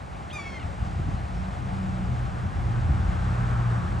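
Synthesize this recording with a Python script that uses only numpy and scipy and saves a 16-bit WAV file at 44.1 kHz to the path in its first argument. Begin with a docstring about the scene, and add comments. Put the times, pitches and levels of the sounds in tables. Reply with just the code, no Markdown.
"""Outdoors near a road, a hawk overhead gives one harsh, falling scream.
Its voice is a stack of harmonics (multiples of one pitch) that turns hoarse and breaks lower.
Tyres wash in the distance and one car swells past; engines drone low under it.
Wind buffets the microphone, and small birds chirp faintly, far away."""
import sys
import numpy as np
from scipy import signal
from scipy.fft import rfft, irfft
from scipy.io import wavfile

SR = 44100
rng = np.random.default_rng(int(sys.argv[2]) if len(sys.argv) > 2 else 0)


def persist_wave(psi):
    """Save psi, clipped to +-1, as 16-bit WAV."""
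    counts = np.round(np.clip(psi, -1, 1) * 32767).astype(np.int16)
    wavfile.write(sys.argv[1], SR, np.atleast_2d(counts).T)


N = 176400
T = np.arange(N) / SR
HZ = np.fft.rfftfreq(N, 1 / SR)


def amp(db):
    """Turns decibels into a gain."""
    return 10 ** (np.asarray(db) / 20)


def over_time(points):
    """Joins (time [s], value) rows with straight lines."""
    return np.interp(T, *np.transpose(points))


def over_frequency(points):
    """Joins (frequency [Hz], value) rows, giving each octave equal room."""
    hz, value = np.transpose(points)
    return np.interp(np.log(HZ + 1), np.log(abs(hz) + 1), value)


def drift(rate_hz):
    """A smooth random wobble of typical size 1, up to about the given rate."""
    wobble = irfft(rfft(rng.standard_normal(N)) * np.exp(-(HZ / rate_hz) ** 2), N)
    return wobble / np.sqrt(np.mean(wobble ** 2) + 1e-20)


def angle(hz):
    """How far a vibration has turned (its phase), in radians."""
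    return 2 * np.pi * np.cumsum(hz * np.ones(N)) / SR


def tone(phase):
    """A pure tone of average power 1."""
    return np.sqrt(2) * np.sin(phase)


def gate(start, end, fade_s):
    """Fades a sound in and out between two times."""
    return np.clip(np.minimum(T - start, end - T) / fade_s, 0, 1)


# how alike left and right sound, capped at 1 when used (frequency [Hz], likeness)
LIKENESS = [(40, 1), (120, 0.5), (200, 0.8), (450, 0.52), (650, 0.6), (1300, 0.6), (1700, 0.52),
            (2400, .95), (4800, 0.8), (5600, 1.4), (8800, 1.3), (10000, 1.3)]
# how much louder the left side is (frequency [Hz], left minus right [dB])
LEFT_LOUDER = [(60, -0.41), (110, 2.1), (190, 1.8), (350, 0.61), (620, 1.4), (1110, 0.96), (1990, 0.92),
               (3560, -0.16), (6370, 0.094), (11400, 0.25)]
# how far the left side is ahead for nearer sounds (frequency [Hz], lead [radians])
NEAR_LEAD = [(30, 0.34), (280, 0.2), (650, 0.29), (900, 1.3), (1550, 1.05), (2300, .55), (3300, .65),
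             (5500, 0)]
def stereo_noise(colour, left_lead=NEAR_LEAD):
    """Noise of a given tone colour at the microphone's two openings, scaled to a standard level."""
    left, other = rfft(rng.standard_normal((2, N))) * amp(over_frequency(colour))
    same = np.clip(over_frequency(LIKENESS), 0, 1)
    lead = over_frequency(left_lead)
    right = same * left + np.sqrt(1 - same ** 2) * other
    right = right * np.exp(-1j * lead) / amp(over_frequency(LEFT_LOUDER))
    pair = irfft(np.array([left, right]) / np.sqrt(1.17 + same * np.cos(lead)), N)
    return pair / pair.mean(0).std()


# far chirps (time [s], half length [s], pitch [Hz], level [dB])
CHIRPS = [(.9, .07, 4850, -68), (1.12, .07, 6300, -70), (1.18, .035, 4150, -64), (1.385, .055, 5400, -65),
          (1.445, .02, 3950, -64)]
def small_birds():
    """Thin chirps, blurred by distance."""
    blur = 1 + .04 * drift(900)
    return sum(amp(db) * np.exp(-((T - s) / half_length) ** 2) * tone(angle(hz * blur))
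               for s, half_length, hz, db in CHIRPS)


# tone colour of the tyres, the car and far engines (frequency [Hz], relative level [dB])
TYRE_COLOUR = [(140, -21), (230, -9), (265, -4.5), (320, -6.5), (480, -10), (690, -5), (790, -2.5),
               (940, -10.5), (1130, -9.5), (1690, -14), (2170, -16), (3100, -22.5), (4200, -27.5),
               (6500, -31.5), (8200, -32.5), (10300, -45.5), (11200, -41.5)]
CAR_COLOUR = [(130, -3.5), (175, 10), (205, 11.5), (250, 6), (330, -2), (450, 0), (700, -4), (1100, 5.5),
              (1550, 4.5), (2200, -12.5), (3400, -21), (5000, -37), (8000, -39.5), (11000, -58)]
RUMBLE_COLOUR = [(30, -30), (55, 3.5), (110, 1), (180, -1), (240, -14), (350, -31), (600, -53)]
# loudness of the tyres and the car (time [s], level [dB])
TYRE_LEVEL = [(0, -45.5), (.7, -43.5), (1.5, -43), (2.4, -43), (3.3, -41), (4, -42)]
CAR_LEVEL = [(0, -58.5), (1.6, -55), (2.5, -46.5), (3.1, -43.5), (3.6, -39.5), (4, -44)]
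# how far the left side is ahead for the tyres (frequency [Hz], lead [radians])
TYRE_LEAD = [(30, -1.5), (280, 0.55), (520, 1.5), (900, 2.5), (1400, 2.1), (2000, -0.05), (3300, 0.63),
             (5500, 0), (8800, 0.5), (10000, -2.5)]
def traffic():
    """Steady tyre wash, one nearer car swelling past, and the rumble of far engines."""
    tyres = stereo_noise(TYRE_COLOUR, TYRE_LEAD) * amp(over_time(TYRE_LEVEL) + 0.48 * drift(12))
    car = stereo_noise(CAR_COLOUR) * amp(over_time(CAR_LEVEL) + 0.96 * drift(11))
    rumble = amp(-40.5) * stereo_noise(RUMBLE_COLOUR)
    return tyres + car + rumble


# how fast the passing engine fires (time [s], rate [Hz])
FIRING_RATE = [(1.3, 60.46), (1.55, 63.86), (1.75, 63.68), (2.05, 60.9), (2.7, 59.3), (3.35, 60.1),
               (3.8, 58.6), (4, 58)]
# its hums at two and three times that rate (time [s], level [dB])
DOUBLE_HUM = [(0, -59), (1.3, -49), (1.95, -38.5), (2.15, -31), (2.55, -42.5), (2.66, -28.5), (2.78, -26.5),
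              (3.1, -35.5), (3.45, -27), (3.72, -23.5), (3.86, -40.5), (4, -30)]
TRIPLE_HUM = [(0, -63), (1.25, -53), (1.38, -35.5), (1.5, -36.5), (1.56, -54), (1.62, -51), (1.7, -37.5),
              (1.85, -30), (1.96, -34.5), (2.03, -32), (2.13, -48), (3.3, -38), (4, -41)]
# idling engines (pitch [Hz], rows of (time [s], level [dB]))
IDLE_DRONES = [(54, [(0, -54), (2.9, -39), (3.15, -31), (4, -33.5)]), (86, [(0, -55), (2.1, -43),
               (2.3, -34.5), (2.55, -40.5), (2.85, -32.5), (3.3, -30), (3.55, -46), (3.95, -30.5)]),
               (340, [(0, -68), (2.3, -59), (3, -53), (4, -52.5)])]
def engines():
    """A passing engine hums roughly over the drone of idling ones."""
    phase = angle(over_time(FIRING_RATE) * (1 + 0.005 * drift(15)))
    passing = amp(over_time(DOUBLE_HUM)) * tone(2 * phase)
    passing += amp(over_time(TRIPLE_HUM)) * tone(3 * phase)
    idling = np.zeros(N)
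    for hz, swell in IDLE_DRONES:
        level = amp(over_time(swell) + 1.1 * drift(2.1))
        idling += level * tone(angle(hz * (1 + 0.0029 * drift(8.4))))
    roughness = amp(1.2 * drift(25))
    return passing * roughness + idling


# tone colour of the wind (frequency [Hz], relative level [dB])
WIND_COLOUR = [(20, -48), (32, -22), (48, 0), (62, 0.5), (100, 0), (150, -7), (200, -9), (250, -17.5),
               (330, -30), (600, -73)]
# its gusts (time [s], level [dB])
WIND_LEVEL = [(0, -53), (.52, -43), (.65, -36.5), (.76, -36.5), (1.05, -30), (1.25, -35.5), (1.7, -34),
              (2.15, -30.5), (2.42, -32), (2.62, -31), (2.95, -29), (3.2, -32.5), (3.7, -31), (4, -27.5)]
# thumps on the microphone (time [s], level [dB], pitch [Hz])
BUFFETS = [(0.657, -21.5, 69.6), (.828, -16.5, 81.5), (0.874, -18.5, 79.6), (.937, -22, 95),
           (0.97, -20.5, 80), (.999, -20, 148), (1.018, -26, 70), (1.089, -17.5, 122), (1.145, -17, 86),
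           (1.789, -26, 72), (2.896, -14.5, 115), (2.908, -14.5, 65.16), (2.923, -17, 65),
           (3.093, -17.5, 65)]
def wind():
    """Lumpy rumble, with single swirls of air thumping the microphone."""
    out = stereo_noise(WIND_COLOUR) * amp(over_time(WIND_LEVEL) + drift(8))
    for s, db, hz in BUFFETS:
        cycles = (T - s) * hz
        # each swirl carries a smaller, quicker one
        push = np.cos(2 * np.pi * cycles) + amp(-13) * np.sin(2 * np.pi * 2.2 * cycles)
        out -= amp(db) * np.exp(-(cycles / 0.66) ** 2) * push
    return out


# the hawk's last note (time [s], pitch [Hz])
BREAK_PITCH = [(.585, 752), (.603, 731), (.62, 691), (.635, 639), (.65, 545)]
# its harmonics (multiple, start level [dB], end level [dB])
BREAK_HARMONICS = [(2, -51, -61), (3, -49.5, -55), (4, -59, -52.5), (5, -62, -66), (6, -63, -68)]
def voice_break():
    """The voice breaks to a lower, hoarse note that throbs and falls away."""
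    span_s, throb_hz = (.584, .648), 64
    phase = angle(over_time(BREAK_PITCH) * (1 + .028 * drift(400)))
    throb_db = 3 * np.cos(2 * np.pi * throb_hz * (T - span_s[0]))
    voice = sum(amp(np.interp(T, span_s, ends_db)) * tone(round(k) * phase)
                for k, *ends_db in BREAK_HARMONICS)
    return gate(*span_s, fade_s=.01) * amp(throb_db + 2 * drift(250)) * voice


# the scream's second harmonic (time [s], level [dB])
RING_LEVEL = [(.324, -57), (.332, -45), (.349, -44.5), (.36, -38), (.372, -36), (.384, -45), (.394, -36.5),
              (.412, -41.5), (.435, -51), (.466, -40), (.494, -43), (.503, -52), (.54, -49.5), (.578, -40),
              (.587, -52)]
def ring(phase, rasp):
    """A ringing tone at twice the scream's pitch, which briefly catches and stutters."""
    start, end, stutter_hz, depth_db = .494, .546, 76, 13
    dips = np.sin(np.pi * (T - start) * stutter_hz) ** 4
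    stutter_db = depth_db * (T > start) * (T < end) * (.35 - dips)
    ringing = tone(2 * phase + .6 * rasp * drift(220))
    return amp(over_time(RING_LEVEL) + stutter_db) * ringing * (1 + rasp * drift(220))


def scratch():
    """The brief, high, noisy edge of the scream's hoarse part."""
    level = amp(-62) * np.exp(-((T - 0.51) / .035) ** 2)
    return level * drift(290) * tone(angle(5430 + 200 * drift(310)))


# the hawk's effort, which drives the upper harmonics (time [s], level [dB])
EFFORT = [(.294, -62), (.302, -44), (.313, -44), (.322, -49), (.333, -50), (.375, -50.5), (.41, -48.5),
          (.45, -52), (.57, -51), (.59, -60)]
# their levels on top of that (multiple, bright start [dB], full middle [dB], hoarse tail [dB])
HARMONICS = [(3, 1.5, -6.5, -5.5), (4, -3, -7.5, -9.5), (5, -3.5, -5.5, -15.5), (6, -13, -7.5, -15),
             (7, -12, -25, -32), (8, -27, -16.5, -26), (9, -13, -25, -40)]
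def upper_harmonics(pitch, phase, rasp):
    """The opening scoop sounds through one narrow resonance; then the tone opens out and darkens."""
    resonance_hz, scoop_end_s, stages_s = 3250, .33, (.345, 0.37, 0.45)
    scoop = np.clip((scoop_end_s - T) / .005, 0, 1)
    effort = amp(over_time(EFFORT))
    out = np.zeros(N)
    for k, *stages_db in HARMONICS:
        k = round(k)
        octaves_away = np.log2(k * pitch / resonance_hz)
        muffle_db = scoop * np.minimum(85 * octaves_away ** 2 + 3, 40)
        level = effort * amp(np.interp(T, stages_s, stages_db) - muffle_db + 2 * drift(70))
        out += level * tone(k * phase + .5 * k * rasp * drift(480))
    return out


# strength of the flutter (time [s], level [dB])
FLUTTER_LEVEL = [(.41, -63), (.432, -52.5), (.485, -52), (.505, -64), (.55, -59), (.585, -61)]
# the tones it adds (harmonic, side [+1 above, -1 below], relative level [dB])
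SIDE_TONES = [(2, 1, -1.5), (2, -1, -4), (3, 1, -15), (5, -1, -14)]
def flutter(phase):
    """A second vibration in the voice puts extra tones beside the harmonics."""
    flutter_phase = angle(405 * (1 + 0.069 * drift(118)))
    tones = sum(amp(db) * tone(round(k) * phase + np.sign(side) * flutter_phase)
                for k, side, db in SIDE_TONES)
    return amp(over_time(FLUTTER_LEVEL)) * tones


# a quick scoop up, then a long sag (time [s], pitch [Hz])
SCREAM_PITCH = [(.299, 758), (.313, 1046), (.322, 1143), (.328, 1220), (.338, 1234), (.365, 1205),
                (.402, 1142), (.45, 1114), (.493, 1102), (.555, 1065), (.581, 1043), (.588, 960)]
# the scream's lowest tone (time [s], level [dB])
LOWEST_LEVEL = [(.32, -62), (.342, -47), (.365, -51), (.388, -46), (.44, -52), (.47, -59), (.58, -60)]
def scream():
    """A whistle rich in harmonics starts clear and grows raspy as its pitch sags."""
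    pitch = over_time(SCREAM_PITCH)
    phase = angle(pitch * (1 + 0.0032 * drift(260)))
    clear_db, hoarse_db = -21, -8
    rasp = amp(over_time([(0.38, clear_db), (0.67, hoarse_db)]))
    voice = ring(phase, rasp)
    voice += amp(over_time(LOWEST_LEVEL) + 2 * drift(60)) * tone(phase)
    voice += scratch() + upper_harmonics(pitch, phase, rasp) + flutter(phase)
    return voice * gate(.292, .59, fade_s=.004)


def hawk():
    """The call reaches the left side first, and scatters faintly off the surroundings."""
    lead_s, echo_db, echo_s = .00002, -17, 0.33
    call = scream() + voice_break()
    right = irfft(rfft(call) * np.exp(-2j * np.pi * HZ * lead_s), N)
    t = T[:SR]
    echo_shape = amp(-60 * t / echo_s) * np.minimum(t / 0.013, 1)
    common, apart = rng.standard_normal((2, SR)) * echo_shape
    tails = np.array([common + 0.43 * apart, common - 0.45 * apart]) / np.linalg.norm(common)
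    echo = signal.fftconvolve(call[None], tails, axes=1)[:, :N]
    return np.array([call, right]) + amp(echo_db) * echo


def scene():
    """Birds, road and wind together."""
    return hawk() + small_birds() + traffic() + engines() + wind()


def record(dry):
    """The recorder cuts off the highest treble."""
    treble_cut = signal.firwin(401, 11450, window=("kaiser", 9), fs=SR)
    return signal.oaconvolve(dry, treble_cut[None], "same", axes=1)


dry = scene()
out = record(dry)
persist_wave(out)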